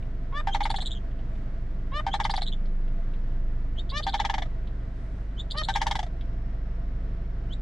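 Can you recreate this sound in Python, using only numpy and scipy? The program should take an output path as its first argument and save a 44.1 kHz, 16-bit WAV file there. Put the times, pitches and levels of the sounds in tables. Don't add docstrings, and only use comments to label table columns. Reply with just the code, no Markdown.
import sys
import numpy as np
from scipy import signal
from scipy.fft import rfft, irfft, next_fast_len
from scipy.io import wavfile
from scipy.ndimage import map_coordinates

SR = 44100
rng = np.random.default_rng(int(sys.argv[2]) if len(sys.argv) > 2 else 0)


def convert_level_to_amplitude(level_db):
    exponent = np.asarray(level_db, float) / 20
    return 10 ** exponent


def to_wav(sig):
    pcm = np.clip(np.atleast_2d(sig), -1, 1) * 32767
    pcm = np.round(pcm).astype(np.int16)
    wavfile.write(sys.argv[1], SR, pcm.T)


N = 335601


def unit(x):
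    return x / np.sqrt(np.mean(x ** 2) + 1e-20)


def along(points, hz):
    f, v = np.transpose(points)
    return np.interp(np.log(hz + 1), np.log(f + 1), v)


def curves(rows, t):
    s, *cols = np.transpose(rows)
    return [np.interp(t, s, c) for c in cols]


def wobble(rate, size=N):
    knots = rng.standard_normal(int(size * rate / SR) + 4)
    return map_coordinates(knots, [np.arange(size) * rate / SR])


def filtered(x, response):
    n = x.shape[-1]
    m = next_fast_len(n + 4096)
    return irfft(rfft(x, m) * response(np.fft.rfftfreq(m, 1 / SR)), m)[..., :n]


def add(track, s, sound):
    part = track[max(round(s * SR), 0):][:len(sound)]
    part += sound[:len(part)]


def phase(hz):
    return 2 * np.pi * np.cumsum(hz) / SR


def field():
    # hz, level_db (per Hz)
    floor = [(15, -47.5), (25, -27), (45, -15.5), (65, -14), (110, -14.5), (170, -21), (279, -24.5),
             (511, -32.5), (667, -37.5), (937, -38), (1940, -41), (2530, -49), (5360, -59.5), (9830, -74),
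             (12800, -110), (21600, -120)]
    # hz, likeness (0 to 1)
    alike = [(170, 0.97), (350, 0.98), (550, 0.79), (750, 0.1), (1050, 0.086), (1500, 0.54), (2300, 0.31),
             (3500, .55), (6000, 0.076), (9000, 0.081)]
    # start_s, level_db
    insect = [(0, -92.5), (5.9, -99), (6.2, -78.5), (6.8, -82), (7.61, -89)]
    # middle_s, change_db, half_length_s
    gusts = [
        (0, 7, 0.063),
        (1.352, 7, 0.054),
        (5.1, 10, 0.2),
        (7, -9, .95),
    ]
    t = np.arange(N) / SR

    def hiss_shape(hz):
        whine = 1 + 3.55 / (1 + ((hz - 668) / 22) ** 2)
        spread = np.arccos(np.clip(along(alike, hz), -1, 1)) / 2
        return convert_level_to_amplitude(along(floor, hz)) * whine * [np.cos(spread), np.sin(spread)]

    patchy = rng.standard_normal((2, N)) * convert_level_to_amplitude(.5 * wobble(14))
    mid, side = filtered(patchy, hiss_shape)
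    low = np.std(filtered(mid, lambda hz: (hz > 200) & (hz < 500)))
    hiss = np.array([mid + side, mid - side]) / low
    leaves = filtered(hiss, lambda hz: hz ** 4 / (hz ** 4 + 10600.0 ** 4))
    breeze_db = 1.4 + sum(db * np.exp(-((t - s) / half) ** 4) for s, db, half in gusts)
    buzz = unit(filtered(rng.standard_normal((2, N)), lambda hz: np.exp(-((hz - 5400) / 260) ** 2)))
    wingbeat = 1 + np.sin(2 * np.pi * 55 * t)
    buzz = buzz * convert_level_to_amplitude(curves(insect, t)[0]) * wingbeat
    return (hiss + (convert_level_to_amplitude(breeze_db) - 1) * leaves) * convert_level_to_amplitude(-51) + buzz


def engine():
    # start_s, firing_hz, first_tone_db
    idle = [(0, 24.63, -26.5), (0.53, 24.53, -25.5), (1.0, 24.37, -30.5), (1.31, 24.2, -29),
            (2.12, 24.45, -28), (2.67, 24.87, -21), (2.88, 25.61, -21), (3.03, 25.14, -22),
            (3.79, 24.34, -27.5), (3.96, 24.37, -32), (4.43, 24.39, -28.5), (4.89, 24.14, -33.5),
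            (5.3, 24.1, -35), (5.81, 23.92, -30.5), (7.61, 23.77, -30.5)]
    # multiple (of the firing rate), level_db
    hum = [(1.5, -48.5), (2.5, -59), (3, -50.5), (3.5, -66), (4, -57.5), (4.5, -49.5), (5, -49),
           (5.5, -58.5), (6, -56.5), (7, -51), (8, -57.5), (9, -67), (11, -61)]
    t = np.arange(N) / SR
    hz, first_db = curves(idle, t)
    turn = phase(hz)
    second_db = -36 + 0.4946 * t - 0.22 * np.clip(first_db + 28.5, 0, None) ** 2
    out = convert_level_to_amplitude(first_db + 1.0 + 1.2 * wobble(3.8)) * np.sin(turn)
    out = out + convert_level_to_amplitude(second_db + 2.5 + 0.68 * wobble(4.6)) * np.sin(2 * turn + 1.82)
    for k, db in hum:
        angle = k * turn + .5 * wobble(3.022) + rng.uniform(0, 2 * np.pi)
        out = out + convert_level_to_amplitude(db + 2 + 1.77 * wobble(4.6)) * np.sin(angle)
    return out * convert_level_to_amplitude([[-.35], [.35]])


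def clucks():
    # start_s, peak_db, centre_hz
    puffs = [(0.0249, -48, 2750), (1.1116, -56, 3000), (1.1892, -51.5, 3370), (1.353, -51.5, 2960),
             (2.657, -49.5, 3780), (2.879, -50.5, 2812), (3.1362, -46, 3100), (4.673, -46, 3372),
             (6.2095, -41, 3176), (.316, -42, 900), (5.534, -47, 850), (5.543, -35, 898)]
    out, t = np.zeros(N), np.arange(SR // 30) / SR
    for s, db, hz in puffs:
        noise = rng.standard_normal(len(t))
        puff = unit(filtered(noise, lambda f: 1 / (1 + ((f - hz) / (0.4 * hz)) ** 2) ** 2))
        shape = (1 - np.exp(-(t / 0.0023) ** 2)) * convert_level_to_amplitude(-60 * t / 0.059)
        add(out, s - .002, convert_level_to_amplitude(db - 4.5) * puff * shape)
    return out


def voiced(pitch_hz, throat, tilt_db, start=0, drift_db=0, odd_db=0, third_db=0, top_db=0):
    turn = phase(pitch_hz) + start
    voice = 0
    for k in range(1, 25):
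        hz = k * pitch_hz
        level_db = along(throat, hz) + tilt_db * np.log2(k) + third_db * (k == 3)
        level_db = level_db + odd_db * (k % 2) * (k > 6) + top_db * max(k - 7, 0)
        if drift_db:
            level_db = level_db + drift_db * (1 + 1.2 * (k > 6)) * wobble(48.0, len(turn))
        voice = voice + convert_level_to_amplitude(level_db) * np.cos(k * turn + 0.36 * k) * (hz < SR / 2.5)
    return voice


def bugles():
    # crest_s, rise_hz, level_db, brightness_db (per octave)
    calls = [
        (0.406, 74.6, -32.5, 0.5),
        (2.002, 85.6, -32.5, 0.5),
        (4.002, 81.1, -36, 4),
        (5.619, 48.2, -34.5, 2.5),
    ]
    # time_s (from the crest), rise_left (share), level_db, brightness_db (per octave), hoarseness_db
    shape = [(-.087, 1.35, -17.5, 0, 3), (-.076, .95, -4, -6.5, -16), (-.06, .62, -3.5, -1.5, -35),
             (-.03, .2, -3, 1.5, -35), (-.012, 0.071, -7.5, 1.5, -33), (-.002, .06, 1.5, -1, -21),
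             (.004, 0.14, -4, -8.5, 0), (.012, .2, -9, -14, -15), (0.023, 0.22, -23, -17, -24)]
    # time_s, pitch_hz
    pitches = [
        [(0.32, 536), (0.332, 532), (0.344, 557.4), (0.396, 608.6), (0.41, 598)],
        [(1.92, 527), (1.926, 525), (1.94, 567), (1.982, 608.3), (2.006, 610)],
        [(3.92, 523), (3.934, 554), (3.978, 605), (4.006, 609)],
        [(5.55, 559), (5.58, 614), (5.604, 630.4), (5.623, 606)],
    ]
    odd_levels = [-2, 4, 1.5, 1.5]
    # hz, level_db
    turned = [(450, -26), (600, -12.5), (850, 4), (1200, -0.5), (1800, -6), (2400, -18.5), (3050, -19),
              (3600, -9), (4250, -34), (4900, -25.5), (5500, -31), (7500, -40), (9800, -46), (16000, -82)]
    level_head = [(450, -35), (600, -4.5), (850, 5), (1200, 0), (1800, -3), (2400, -15), (3050, -9.5),
                  (3600, -12.5), (4250, -25), (5500, -30), (7500, -43), (9800, -46), (12500, -68),
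                  (16000, -83)]
    lowered = [(450, -25), (600, -4.5), (850, 9), (1200, -2), (1800, -4), (2400, -15.5), (3050, -14.5),
               (3600, -13.5), (4250, -24), (4900, -23), (5500, -27), (7500, -43), (9800, -53), (16000, -83)]
    raised = [(450, -25), (620, -1.5), (850, 10.5), (1240, -2), (1870, -1.5), (2500, -20), (3120, -8.5),
              (3750, -17), (4350, -18), (5000, -25), (5600, -22), (7500, -49), (9800, -53), (16000, -78.5)]
    throats = [turned, level_head, lowered, raised]
    full_rise_hz, least_lead = 84.3, 0.67
    out = np.zeros(N)
    for (s, rise_hz, level_db, bright_db), pitch, odd_db, throat in zip(calls, pitches, odd_levels, throats):
        effort = rise_hz / full_rise_hz
        lead = least_lead + (1 - least_lead) * effort
        t = np.arange(lead * shape[0][0], shape[-1][0], 1 / SR)
        rising = t < 0
        left, db, tilt_db, hoarse_db = curves(shape, np.where(rising, t / lead, t))
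        hz = curves(pitch, s + t)[0] + 3000 * np.clip(t - .003, 0, 1)
        weak = (1 - effort) * np.clip(left - .2, 0, .6) * rising
        tilt_db = tilt_db + bright_db - 7 * weak
        hoarse_db = np.minimum(hoarse_db + 50 * weak, 0)
        third_db = -20 * np.clip(left - .25, 0, .8) * rising
        top_db = -3.5 * np.clip(left - .1, 0, 1) * rising
        hz = hz * (1 + 0.0006 * wobble(160, len(t)))
        voice = voiced(hz, throat, tilt_db, drift_db=1.4, odd_db=odd_db, third_db=third_db, top_db=top_db)
        breath = rng.standard_normal(len(t))
        breath = unit(filtered(breath, lambda f: convert_level_to_amplitude(along(throat, f)) / (1 + (f / 4200) ** 4)))
        ends = signal.windows.tukey(len(t), .1)
        add(out, s + t[0], convert_level_to_amplitude(db + level_db + 1.5) * (voice + convert_level_to_amplitude(hoarse_db) * breath) * ends)
    return out


def rattle_notes():
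    # start_s, peak_db, lower_fold_db
    calls = [
        [(0.4724, -24, 1.5), (0.547, -19, -5), (0.6057, -22, -0.5), (0.6548, -20.5, -8.5), (0.7017, -23, -3.5),
         (0.7422, -27.5, 0.5), (0.7848, -29.5, -0.5), (0.8235, -35.5, -3)],
        [(2.0662, -23.5, 1), (2.1394, -19.5, -4), (2.2005, -19.5, -6), (2.2506, -19, -10), (2.2965, -23.5, -3),
         (2.339, -24, -3), (2.3789, -25.5, 0.5), (2.419, -29, -0.5)],
        [(4.067, -22.5, 0.5), (4.141, -19, -4.5), (4.2, -19.5, -5), (4.2497, -18.5, -5.5), (4.298, -20.5, -4.5),
         (4.341, -21, -5.5), (4.3815, -24, -6), (4.4216, -26.5, -2), (4.457, -46.5, 17.5)],
        [(5.686, -20.5, -4), (5.758, -18.5, -6.5), (5.8161, -18.5, -6.5), (5.8676, -19, -7.5),
         (5.9119, -19.5, -7), (5.9545, -21.5, -6), (5.9914, -24.5, -2), (6.0298, -31, 3.5), (6.065, -44, 12.5)],
    ]
    brights = [-2.5, -1.35, 1.5, 2]
    sheens = [4, 2.5, -7, 0.5]
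    touches = [-11, -7, -2, -3]
    for notes, bright_db, sheen_db, touch_db in zip(calls, brights, sheens, touches):
        for s, db, lower_db in notes:
            since = s - notes[0][0]
            upper_hz = 906.4 - 4900 * max(since - 0.1974, 0) ** 2
            life_s = 0.0066 + 0.019 * np.exp(-since / 0.31)
            yield s, db, upper_hz, lower_db, life_s, bright_db, sheen_db, since == 0, touch_db


def windpipe_rings(t, life_s, first):
    size = len(t)
    pipe_hz = 1748 * (1 - 0.32 * t) + 9 * wobble(150, size)
    pipe = convert_level_to_amplitude(-8 + 1.5 * wobble(100, size)) * np.exp(-t / (1.1 * life_s)) * np.cos(phase(pipe_hz))
    lower = convert_level_to_amplitude(-19 + 9 * first) * np.minimum(t / 0.022, 1) * np.sin(2 * np.pi * (1600 - 48 * first) * t)
    nasal_db = -22.5 + 3 * wobble(120, size)
    nasal = convert_level_to_amplitude(nasal_db) * np.sin(phase(2233 + 40 * wobble(120, size)))
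    return pipe + lower + nasal


def rattle():
    # hz, level_db
    throat = [(450, -56), (650, -4), (850, 8.5), (1150, -2.5), (1450, -16.5), (1720, -5.5), (2150, -8.5),
              (2620, -22), (3300, -9), (4100, -21), (5600, -26), (9500, -47), (12000, -59.5),
              (16000, -83.5)]
    out, t = np.zeros(N), np.arange(SR // 16) / SR
    rise = np.clip(t / 0.0031, 0, 1)

    def unsteady():
        return 1 + .009 * wobble(150, len(t))

    for s, db, hz, lower_db, life_s, bright_db, sheen_db, first, touch_db in rattle_notes():
        shut = 0.78 * np.exp(-(t / (1.26 * life_s)) ** 4) + 0.086 * np.exp(-(t / (1.7 * life_s)) ** 2)
        upper_hz = hz * (.985 + 0.094 * np.exp(-t / 0.0026)) * unsteady()
        upper_gain = convert_level_to_amplitude(-2 * first + 2.9 * np.exp(-t / 0.0044)) * np.exp(-t / (0.51 * life_s * 1.86 ** first))
        upper = upper_gain * voiced(upper_hz, throat, -4.5 + bright_db)
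        lower_hz = (hz - 90 - 20 * first) * (1 - 0.24 * t) * unsteady()
        lower_gain = convert_level_to_amplitude(lower_db) * np.exp(-t / (3 * life_s))
        lower = lower_gain * voiced(lower_hz, throat, -8.5 + 6 * first + bright_db, start=2.75)
        rings = windpipe_rings(t, life_s, first)

        recoil = convert_level_to_amplitude(-17 + 6.5 * (life_s < .015)) * np.exp(-((t - .0102) / 0.006) ** 2)
        recoil = recoil * np.sin(2 * np.pi * 1960 * t + rng.uniform(0, 2 * np.pi))

        def air_colour(f):
            level_db = along(throat, f) + (3 + bright_db) * np.log2(f / 850 + .1)
            return convert_level_to_amplitude(level_db) * np.where(f < 1150, .35, 1)

        air = unit(filtered(rng.standard_normal(len(t)), air_colour))
        crack = convert_level_to_amplitude(-5) * np.exp(-t / 0.0065) * np.clip(t / 0.00056, 0, 1)
        rasp = convert_level_to_amplitude(-8.5) * rise * np.exp(-t / (1.84 * life_s)) * shut
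        chest = convert_level_to_amplitude(-17.0) * np.sin(2 * np.pi * 625 * t) * t / 0.013 * np.exp(1 - t / 0.0098)
        note = rise * shut * (upper + lower + rings) + (crack + rasp) * air + chest + recoil

        bumps = rng.standard_normal(80)

        def note_colour(f):
            top_db = sheen_db / (1 + (7600 / (f + 1)) ** 4)
            return convert_level_to_amplitude(top_db + 1.4 * (f > 1100) * np.interp(f / 220, range(80), bumps))

        note = filtered(note, note_colour)
        add(out, s - .001, convert_level_to_amplitude(db - 5.5) * note)
        touch = (note + .25 * rise * air) * np.exp(-(t / 0.003) ** 4)
        touch = filtered(touch, lambda f: 1 / (1 + (f / 2390) ** 4))
        add(out, s - .0065, convert_level_to_amplitude(db + (db + 23.5) - 14.5 + touch_db - 9 * first) * touch)
    return out


def thin_voice(hz, gain, s, rough):
    # time_s, octave_db
    facing = [
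        (.8, -17.5),
        (2.3, -23),
        (4.05, -27),
        (5.6, -20),
        (7.5, -24),
    ]
    turn = phase(hz)

    def fuzz(share):
        return 1 + share * wobble(1500, len(hz))

    base = fuzz(1 / 5) * np.sin(turn)
    octave = fuzz(rough) * np.sin(2 * turn) + convert_level_to_amplitude(-13.5) * rough * fuzz(.7) * np.sin(3 * turn)
    return gain * (base + convert_level_to_amplitude(curves(facing, s)[0]) * octave)


def whistles():
    # time_s, pitch_hz, level_db
    calls = [
        [(.5, 2960, -66), (.51, 3080, -54), (.525, 3230, -43), (.536, 3410, -34), (.545, 3795, -26),
         (.551, 4300, -42), (.566, 3960, -62)],
        [(2.098, 2970, -63), (2.114, 3196, -50), (2.134, 3405, -33), (2.142, 3760, -32), (2.149, 4080, -32),
         (2.165, 4200, -46), (2.172, 4050, -64)],
        [(3.755, 2830, -72), (3.779, 3130, -51), (3.788, 3280, -36.5), (3.7915, 3330, -49), (3.797, 3613, -36),
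         (3.806, 3810, -45), (3.826, 3760, -70)],
        [(5.362, 2940, -72), (5.382, 3150, -51), (5.396, 3534, -41.5), (5.406, 3518, -34), (5.417, 3910, -43),
         (5.421, 3800, -63), (5.44, 3700, -70)],
        [(7.49, 2910, -76), (7.504, 2900, -64), (7.528, 3390, -40.5), (7.538, 3772, -39), (7.546, 3760, -56),
         (7.56, 3620, -74)],
    ]
    beside_levels = [-32, -30, -13, -20, -20]
    out = np.zeros(N)
    for rows, beside_db in zip(calls, beside_levels):
        t = np.arange(rows[0][0], rows[-1][0], 1 / SR)
        size = len(t)
        hz, db = curves(rows, t)
        hz = hz + 70 * wobble(250, size)
        gain = convert_level_to_amplitude(db + 2.2 * wobble(162, size))
        beside = convert_level_to_amplitude(beside_db + 3.1 * wobble(150, size)) * np.sin(phase(hz + 670 + 60 * wobble(110, size)))
        add(out, t[0], thin_voice(hz, gain, t[0], rough=0.6) + gain * beside)
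    return out


def trills():
    # start_s, level_db, length_s, centre_hz
    bursts = [(0.63, -27.5, 0.019, 4000), (0.6963, -30, 0.024, 4040), (0.755, -28, 0.025, 3920),
              (0.805, -29, 0.027, 3770), (0.853, -30.5, 0.0332, 3630), (.902, -36, 0.039, 3460),
              (0.943, -46, 0.047, 3096), (2.2347, -28.5, .021, 4270), (2.298, -29, 0.024, 4160),
              (2.358, -29, 0.023, 4100), (2.4116, -30.5, 0.029, 3840), (2.46, -33.5, 0.035, 3660),
              (2.515, -40.5, 0.034, 3320), (3.893, -33, 0.025, 4110), (3.967, -28.5, 0.021, 4150),
              (4.024, -33, 0.028, 4030), (4.074, -32, .032, 4060), (4.124, -35.5, 0.039, 3880),
              (4.177, -35.5, 0.035, 3750), (4.231, -49, 0.033, 3470), (5.503, -31.5, 0.024, 4170),
              (5.567, -29, 0.026, 4200), (5.629, -30, 0.028, 3940), (5.681, -29.5, 0.031, 3673),
              (5.733, -31.5, 0.031, 3590), (5.792, -46, 0.028, 3130)]
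    ahead = [0.7, .1, 2, 0.3, 1, 0.3, 0.4, -0.1, -0.8, .8, -0.2, .1, 3.5, 0.5, .1, -1.5, 0.7, -0.5, -1.8, 0,
             2.4, -0.7, 2.5, 1.3, 1.1, 2]
    warble_hz, ceiling_hz = 125.7, 4850
    slack_hz, taut_hz = 3170, 4070
    out = np.zeros(N)
    for (s, db, length, hz), ahead_ms in zip(bursts, ahead):
        t = np.arange(-.001, length, 1 / SR)
        blip = t < .004
        swing_hz = 347 + 427 * ((hz - slack_hz) / (taut_hz - slack_hz)) ** 2
        swing = 0.79 * np.arcsin(0.91 * np.cos(2 * np.pi * warble_hz * (t + ahead_ms / 1000)))
        slide = 2.6 * np.clip((hz - 3200) / 250, -.4, 1) * (t - length / 2)
        pitch = hz * (.98 + slide) + swing_hz * np.where(swing < 0, .85, 1) * swing
        pitch = pitch + 60 * wobble(297, len(t))
        pitch = np.where(pitch > ceiling_hz, ceiling_hz + (pitch - ceiling_hz) / 4, pitch)
        pitch = np.where(blip, min(3800, hz) - 230000 * t, pitch)
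        fade = np.clip(t / 0.0012 + 0.4, 0, 1) * np.clip((length - t) / .007 + 0.061, 0, 1)
        gap = 1 - .98 * np.exp(-((t - .0045) / .0017) ** 4)
        dips = 1 - np.clip(1.6 - swing_hz / 600, .3, .98) * np.clip(.45 - swing, 0, 1)
        pulse = convert_level_to_amplitude(3.2 * wobble(400, len(t)) - 7.5 * blip)
        add(out, s - .001, thin_voice(pitch, convert_level_to_amplitude(db) * gap * dips * pulse * fade, s, rough=0.56))
    return out


def young_bird():
    # hz, level_db
    beak = [(2400, -11), (3000, 5.5), (3600, 0.5), (4300, -3.5), (5200, -5.5), (6500, -0.5), (7600, -1),
            (8500, -5.5), (9300, 0.5), (10300, -11), (15000, -8)]
    return filtered(whistles() + trills(), lambda f: convert_level_to_amplitude(along(beak, f)))


def scattered(x):
    # hz, fade_s (to -60 dB), level_db
    crop = [(500, 0.07, -6), (1200, 0.06, -5), (1960, 0.04, 1), (4000, 0.09, -4), (7000, 0.1, 3),
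            (12000, 0.088, 3)]
    fade_s = [row[:2] for row in crop]
    level_db = [row[::2] for row in crop]
    out, turn = 0, np.pi * 9 * np.arange(N) / SR
    for share in np.cos(turn), np.sin(turn):
        hz, t, z = signal.stft(rng.standard_normal((2, SR // 6)), SR, nperseg=128)
        tail = signal.istft(z * convert_level_to_amplitude(-60 * t / along(fade_s, hz)[:, None]), SR, nperseg=128)[1]
        tail = filtered(tail / np.linalg.norm(tail[0]), lambda f: convert_level_to_amplitude(along(level_db, f)))
        late = np.pad(share * x, (100, 0))[None]
        out = out + signal.oaconvolve(late, tail, axes=1)[:, :N]
    return out


def two_ears(x):
    # hz, left_minus_right_db
    ear_levels = [(300, -11.5), (600, 2.5), (1100, -2), (1400, 1), (1700, 7.5), (2400, 3), (2900, -0.3),
                  (4500, 1), (6000, 4), (6700, -4), (8500, 5.5), (11000, 0.5)]
    # hz, left_lead_radians
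    ear_leads = [(300, 0), (1050, 0), (1400, .45), (1750, 1.1), (1900, 3.4), (2060, 5.7), (3500, 6.3),
                 (5200, 6.8), (7300, 6.9), (8300, 7.8), (9800, 7.7), (13000, 7.2)]
    side = np.array([[.5], [-.5]])
    return filtered(x, lambda hz: convert_level_to_amplitude(side * along(ear_levels, hz)) * np.exp(1j * side * along(ear_leads, hz)))


def scene():
    birds = bugles() + rattle() + young_bird() + clucks()
    return two_ears(birds) + convert_level_to_amplitude(-6.5) * scattered(birds) + engine() + field()


def top_cut(x):
    return signal.sosfilt(signal.butter(12, 15400, fs=SR, output="sos"), x)


def record(dry):
    mix = dry + convert_level_to_amplitude(-99) * rng.standard_normal(dry.shape)
    return top_cut(mix)


dry = scene()
out = record(dry)
to_wav(out)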